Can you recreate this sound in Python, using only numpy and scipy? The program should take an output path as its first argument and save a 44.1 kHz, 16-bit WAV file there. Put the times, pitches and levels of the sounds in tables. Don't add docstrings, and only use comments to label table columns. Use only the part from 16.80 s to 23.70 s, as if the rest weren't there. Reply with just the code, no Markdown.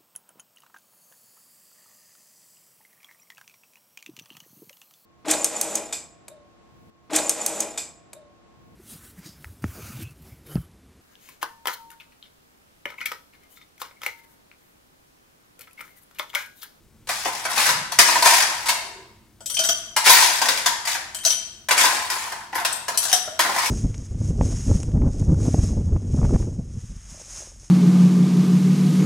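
import sys
import numpy as np
from scipy import signal
from scipy.fft import rfft, irfft
from scipy.io import wavfile
from scipy.ndimage import uniform_filter1d

SR = 44100
rng = np.random.default_rng(int(sys.argv[2]) if len(sys.argv) > 2 else 0)


def transcribe(signal):
    frames = np.atleast_2d(signal).T
    limited = np.clip(frames, -1, 1)
    pcm = np.round(limited * 32767).astype(np.int16)
    wavfile.write(sys.argv[1], SR, pcm)


N = 304290


def from_db(db):
    return 10 ** (np.asarray(db) / 20)


def unit_energy(x):
    return x / np.sqrt(np.sum(x ** 2, axis=-1, keepdims=True) + 1e-20)


def at_hz(points, hz):
    freqs, values = np.transpose(points)
    return np.interp(np.log(np.maximum(hz, 1)), np.log(freqs), values)


def seconds(length):
    return np.arange(int(length * SR)) / SR


def add(track, s, sound):
    start = max(int(s * SR), 0)
    part = sound[:max(N - start, 0)]
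    track[start:start + len(part)] += part


def colour(x, spectrum, size=4096):
    bins_hz = np.arange(size // 2 + 1) * SR / size
    cepstrum = irfft(np.log(from_db(at_hz(spectrum, bins_hz))))
    cepstrum[1:size // 2] *= 2
    cepstrum[size // 2 + 1:] = 0
    response = irfft(np.exp(rfft(cepstrum)))
    return signal.oaconvolve(x, response)[:len(x)]


def resonate(x, hz, width_hz):
    r = np.exp(-np.pi * width_hz / SR)
    zeros = np.array([1, 0, -1]) * (1 - r * r) / 2
    poles = [1, -2 * r * np.cos(2 * np.pi * hz / SR), r * r]
    return signal.lfilter(zeros, poles, x + 1e-18)


def resonate_twice(x, hz, width_hz):
    return resonate(resonate(x, hz, width_hz), hz, width_hz)


def chatter(t60, rise_s, grit_db):
    t = np.arange(4096) / SR
    signs, sizes = rng.standard_normal((2, len(t)))
    swell = 1 - np.exp(-t / max(rise_s, 1e-5))
    return unit_energy(signs * swell * from_db(grit_db * sizes - 60 * t / t60))


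def crumble():
    collision = chatter(t60=0.028, rise_s=0.0012, grit_db=2.0)
    settling = chatter(t60=.13, rise_s=0.0055, grit_db=3.5)
    return collision + from_db(-6.0) * settling


def struck(modes, strength_db):
    hz, level_db, t60 = np.transpose(modes)
    t = seconds(.6)
    share, load = rng.standard_normal((2, len(hz)))
    hz = hz * (1 + .002 * load)
    gains = from_db(level_db + strength_db + 2 * share) * rng.choice([-1, 1], len(hz))
    decays = np.exp(-np.log(1000) * t / t60[:, None])
    return gains @ (decays * np.sin(2 * np.pi * hz[:, None] * t))


def favour(modes, hz, db_per_octave):
    octaves_off = np.abs(np.log2(np.array(modes)[:, 0] / hz))
    return -db_per_octave * np.minimum(octaves_off, .5)


def grinding(per_s, spread_db, slip_t60, evenness_s):
    sizes_db = spread_db * np.minimum(rng.exponential(1, N), 4)
    jerks = (rng.random(N) < per_s / SR) * from_db(sizes_db)
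    power = signal.lfilter([1], [1, -from_db(-120 / (slip_t60 * SR))], jerks ** 2 + 1e-9)
    local_mean = uniform_filter1d(power, int(evenness_s * SR)) + 1e-9
    return rng.standard_normal(N) * np.sqrt(power / local_mean)


def force(strokes, attack_s, release_s, sag_db_per_s=0):
    gains = np.zeros((len(strokes[0]) - 2, N))
    for start, length, *levels_db in strokes:
        t = seconds(length + release_s)
        rise = np.minimum(t / attack_s, 1)
        release = np.clip(1 - (t - length) / release_s, 0, 1)
        shape = rise * release * from_db(-sag_db_per_s * t)
        for gain, level_db in zip(gains, levels_db):
            add(gain, start, from_db(level_db) * shape)
    return gains


def hush(side_db):
    # frequency in Hz, relative level in dB.
    hush_colour = [(15, -43.5), (25, -10.5), (115, -7.5), (186, -16.5), (224, -6.5), (250, -24),
                   (344, -12.5), (383, -19), (588, -27.5), (15000, -40)]
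    level_db = -55.5
    mid, side = (np.sqrt(N) * unit_energy(colour(rng.standard_normal(N), hush_colour)) for _ in range(2))
    return from_db(level_db) * (mid + from_db(side_db) * side * [[1], [-1]])


def tub(crunch_db, rasp_db, grind_wall_db, knock_crunch_db, knock_db, knock_wall_db, split_hz):
    # start in seconds, length in seconds, crunch level in dB, rasp level in dB.
    pushes = [(0.28, 0.16, -33, -25.5), (0.43, 0.049, -18, -26.5), (0.51, 0.14, -37, -28.5),
              (0.68, 0.088, -23, -23.5), (0.755, .16, -19.5, -14.5), (1.255, 0.3, -21, -18.5),
              (1.435, 0.18, -16, -11), (1.65, 0.18, -26, -27.5), (1.855, 0.039, -27, -15.5),
              (3.24, 0.21, -14, -7), (3.44, 0.21, -24.5, -19), (3.69, 0.23, -38.5, -28.5),
              (4.06, 0.081, -29, -21), (4.96, 0.098, -12.5, -10.5), (5.07, 0.2, -22.5, -24),
              (5.295, 0.2, -23.5, -26), (5.53, .11, -37, -42), (5.722, 0.082, -16.5, -28.5),
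              (6.615, 0.14, -18, -25), (6.745, 0.11, -17.5, -19.5)]
    # time in seconds, level in dB,
    # then crunch and tub wall, both in dB relative to that level.
    knocks = [(0.2712, -29.5, -0.5, -28), (0.2899, -15.5, 0.5, -16), (0.4728, -21.5, -1.5, -7),
              (0.651, -19, 3, -9.5), (0.773, -20.5, 9.5, -21), (0.8614, -11, 0.5, -31),
              (0.8893, -10, -3, -13), (1.1186, -16.5, -10.5, -12), (1.1875, 4, -9, -17),
              (1.2836, -12.5, 3, -5.5), (1.3541, -16.5, 1.5, 1), (1.4228, -7, -11, -8),
              (1.4569, -3, -7, -8), (1.5198, -18.5, -14, 2.5), (1.6222, -11, -1.5, -18),
              (1.8567, -20, -5, -8.5), (1.8885, -8, -7, -13.5), (3.1634, -6.5, -9.5, -10),
              (3.2655, -6, -4, -7), (3.2944, 2, -24, -9.5), (3.4222, -8.5, -18, -9),
              (3.6155, -10.5, -3, -6.5), (3.6549, -14, -7, -12), (3.6847, -7, -3, -25),
              (3.7728, -15.5, -32, -19), (3.8595, -6.5, -7, -10), (4.0516, -20, -24, -16),
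              (4.0721, -15.5, -6, -14), (4.1496, -25, 6.5, -14), (4.8855, -13, -8, -11),
              (4.9082, -6.5, 0, -13), (5.0364, -23, -3, 6.5), (5.0515, -20, 3.5, -2.5),
              (5.3002, -14, -10, -15), (5.5196, -24.5, 1.5, -3.5), (5.8479, -10, -5, -14),
              (6.0813, -16.5, 0, -10), (6.5913, -7.5, -0.5, -10), (6.6029, -12, -7, -20),
              (6.858, -13.5, -12, -27)]
    # frequency in Hz, width of each of two passes in Hz, level in dB.
    tub_modes = [(352.5, 190, -25), (677, 148, -7.5), (899.8, 162, -2), (934.4, 140, 4), (1041, 112, -3.5),
                 (1549, 110, -6)]
    # frequency in Hz, relative level in dB.
    ice_colour = [(40, -32.5), (150, -20), (400, -13), (700, -1.5), (1200, 0), (1800, 3.5), (2300, 0),
                  (3000, -3.5), (5200, -2), (7500, -6), (10500, -8.5), (13000, -14.5), (16000, -17.5)]

    crunch_push, rasp_push = force(pushes, attack_s=0.022, release_s=0.024, sag_db_per_s=39)
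    crunch = crunch_push * grinding(per_s=150, spread_db=5, slip_t60=.008, evenness_s=.04)
    rasp = rasp_push * grinding(per_s=300, spread_db=1.5, slip_t60=0.01, evenness_s=.03)
    wall = from_db(grind_wall_db) * crunch
    crunch = from_db(crunch_db) * crunch
    rasp = from_db(rasp_db) * rasp
    for s, level_db, body_db, wall_db in knocks:
        add(rasp, s, from_db(level_db + knock_db) * crumble())
        add(crunch, s, from_db(level_db + body_db + knock_crunch_db) * crumble())
        add(wall, s, from_db([level_db + wall_db + knock_wall_db]))

    low, high = (signal.butter(2, split_hz, kind, fs=SR, output="sos") for kind in ("low", "high"))
    out = colour(signal.sosfilt(low, crunch) - signal.sosfilt(high, rasp), ice_colour)
    for k, (hz, width_hz, level_db) in enumerate(tub_modes):
        out += (-1) ** k * from_db(level_db) * resonate_twice(wall, hz, width_hz)
    return out


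def shifting(width_hz):
    # start in seconds, end in seconds, pitch in Hz, level in dB at the top of the swell.
    shifts = [(0.832, 1.10, 151, -45.5), (0.997, 1.30, 129, -53), (1.992, 2.366, 385, -51.5)]
    out, t = np.zeros(N), np.arange(N) / SR
    for start, end, hz, level_db in shifts:
        judder = np.sqrt(N) * unit_energy(resonate_twice(rng.standard_normal(N), hz, width_hz))
        swell = np.sin(np.pi * np.clip((t - start) / (end - start), 0, 1))
        out += from_db(level_db) * judder * swell
    return out


def glass(crack_db, cube_db, cube_width_hz, air_db, slide_db):
    # start in seconds, length in seconds, level in dB.
    slides = [(2.755, 0.15, -42.5), (4.415, .115, -35.5), (6.19, 0.193, -32.5)]
    # time in seconds, level in dB,
    # weight behind the blow in dB, pitch of the contact in Hz, pitch of the air column in Hz.
    clinks = [(2.606, -39, 15, 7550, 650), (2.659, -24, -12.5, 7500, 570), (2.6992, -21, -3, 7800, 592),
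              (2.7433, -20.5, -10, 6270, 718), (2.7685, -17.5, -2.5, 3200, 676),
              (2.7912, -11, 4.5, 5550, 645), (2.8374, -15.5, -1, 5800, 684), (2.8487, -17, -2, 6000, 622),
              (2.889, -9.5, 4, 5860, 677), (4.3464, -22.5, 3.5, 7750, 637), (4.386, -28.5, -18, 3200, 640),
              (4.4504, -10, 0.5, 5900, 661), (4.4609, -12.5, 1, 6150, 670), (4.4788, -17.5, -1, 5900, 637),
              (4.505, -15, -6, 5800, 706), (4.5255, -22, 2, 3180, 677), (6.1444, -29, 16.5, 3880, 643),
              (6.1744, -11, -10, 6100, 705), (6.2382, -20, -3, 6150, 635), (6.2514, -23, 11, 6200, 663),
              (6.3283, -7, 6, 5470, 735), (6.4765, -36.5, 30.5, 5440, 640)]
    # frequency in Hz, level in dB, t60 in seconds.
    wall_modes = np.array([(1440, -2, 0.17), (1523, -7, 0.2), (3130, -2, 0.26), (3166, -6.5, 0.43),
                           (3720, -17, 0.22), (4540, -12, .25), (5400, -21, .25), (5351, -31, .25),
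                           (5940, -2, 0.13), (5990, -2, 0.19), (5900, -26, 0.21), (7720, -2.5, 0.18),
                           (8770, -7.5, 0.45), (8920, -8.5, 0.29), (11040, -2.5, 0.15), (11630, -2.5, 0.11),
                           (13770, -4, 0.083), (15150, -8, 0.086)])
    # time in seconds, ring level in dB, treble level in dB, share of the free ring time (a ratio).
    fill_s, *filling = np.transpose([(2.7, -7.5, -0.5, .95), (4.4, -8, -0.5, 0.98), (6.3, -12, 7, 0.66)])
    # frequency in Hz, relative level in dB.
    crack_colour = [(40, -38), (200, -29), (600, -6), (1500, 1), (2400, -4.5), (3500, -1), (5000, 0.5),
                    (6200, 0.5), (7300, -2.5), (10500, -6), (13000, -14), (16000, -16)]

    sliding = force(slides, attack_s=0.037, release_s=0.011)[0]
    slips = grinding(per_s=150, spread_db=7, slip_t60=.006, evenness_s=.035)
    cracks = from_db(slide_db) * sliding * slips
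    rings = np.zeros(N)
    for s, level_db, weight_db, contact_hz, column_hz in clinks:
        ring_db, bright_db, freedom = (np.interp(s, fill_s, column) for column in filling)
        bass_db = -9 + 0.87 * weight_db
        treble_db = bright_db + 7 * np.log2(contact_hz / 6000) - 0.23 * weight_db
        contact = [(1400, level_db + bass_db), (3000, level_db), (6200, level_db), (8000, level_db + treble_db)]
        crack = from_db(crack_db) * chatter(t60=0.017, rise_s=0.00018, grit_db=4.0)
        cube = from_db(level_db + cube_db) * resonate(crack, contact_hz, cube_width_hz)
        add(cracks, s, colour(crack, contact) + cube)
        strength_db = at_hz(contact, wall_modes[:, 0]) + favour(wall_modes, contact_hz, db_per_octave=23) + ring_db
        add(rings, s, struck(wall_modes * [1, 1, freedom], strength_db))
        air_column = [(column_hz, 0, 0.11)]  # Hz, dB, t60 in seconds
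        add(rings, s, struck(air_column, level_db + weight_db + air_db))
    return colour(cracks, crack_colour) + rings


def spoon(tick_db):
    # time in seconds, level in dB, pitch favoured by the flick in Hz.
    pings = [(3.300, -17, 11400), (3.330, -22, 14850), (5.130, -37, 8301), (5.752, -35, 11400),
             (5.925, -30, 8301)]
    # frequency in Hz, level in dB, t60 in seconds.
    spoon_modes = [(8301, 0, .22), (11400, 0, .16), (14850, 0, .16)]
    out = np.zeros(N)
    for s, level_db, hz in pings:
        add(out, s, struck(spoon_modes, level_db + favour(spoon_modes, hz, db_per_octave=18)))
        add(out, s, from_db(level_db + tick_db) * resonate(crumble(), hz, width_hz=900))
    return out


def drift(rate, count):
    control_hz = 1000
    r = np.exp(-2 * np.pi * rate / control_hz)
    slow = signal.lfilter([1], [1, -2 * r, r * r], rng.standard_normal((count, 9000)))
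    slow = slow[:, 1000:]
    t = np.arange(N) / SR * control_hz
    return np.array([np.interp(t, np.arange(len(s)), s / s.std()) for s in slow])


def reflections(near_db, near_t60, far_db, build_s):
    # frequency in Hz, t60 in seconds.
    room_t60 = [(150, 1), (600, 0.8), (1400, 0.82), (3700, 0.73), (9000, 0.6), (15000, 0.36)]
    # frequency in Hz, correlation from -1 to 1.
    likeness = [(100, 1), (700, 0.82), (1400, 0.073), (3000, 0.2), (8000, -0.073)]
    t, edges = seconds(.7), np.geomspace(60, 18000, 15)
    white, response = rng.standard_normal((2, 2, len(t))), np.zeros((2, len(t)))
    for k, (low, high) in enumerate(zip(edges, edges[1:])):
        hz = np.sqrt(low * high)
        near = from_db(near_db - 60 * t / near_t60) * (t > .0005)
        far = from_db(far_db - 60 * t / at_hz(room_t60, hz)) * (1 - np.exp(-t / build_s))
        band = signal.butter(2, [low, high], "band", fs=SR, output="sos")
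        mid, side = signal.sosfilt(band, white[k % 2] * np.hypot(near, far))
        alike = np.clip(at_hz(likeness, hz), -1, 1)
        response += np.sqrt((1 + alike) / 2) * mid + np.sqrt((1 - alike) / 2) * side * [[1], [-1]]
    return response


def kitchen(x, direct_db, near_db, near_t60, far_db, count=7):
    shares = drift(9, count=count)
    shares /= np.linalg.norm(shares, axis=0)
    wet = np.zeros((2, N))
    for share in shares:
        echoes = reflections(near_db, near_t60, far_db, build_s=0.0013)
        wet += signal.oaconvolve((x * share)[None], echoes, axes=1)[:, :N]
    return from_db(direct_db) * x + wet


def scene():
    digging = tub(crunch_db=1.0, rasp_db=3.0, grind_wall_db=9.0, knock_crunch_db=29.0, knock_db=26,
                  knock_wall_db=45, split_hz=1840)
    digging = digging + spoon(tick_db=43)
    dropping = glass(crack_db=20, cube_db=5.0, cube_width_hz=470, air_db=-22, slide_db=5)
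    digging = kitchen(digging, direct_db=-5.5, near_db=-25.5, near_t60=0.1, far_db=-35.0)
    dropping = kitchen(dropping, direct_db=-2, near_db=-23, near_t60=0.12, far_db=-35.0)
    return digging + dropping + shifting(width_hz=84) + hush(side_db=-10.0)


def record(dry):
    # frequency in Hz, left minus right in dB.
    balance = [(100, -0.5), (700, 1), (1300, -0.5), (2400, -0.5), (4400, 4), (8000, 9.5), (15000, 5.5)]
    left, right = ([(hz, side * db / 2) for hz, db in balance] for side in (1, -1))
    ports = np.array([colour(dry[0], left), colour(dry[1], right)])
    top_cut = signal.ellip(10, .1, 70, 15800, fs=SR, output="sos")
    return signal.sosfilt(top_cut, np.tanh(ports))


dry = scene()
out = record(dry)
transcribe(out)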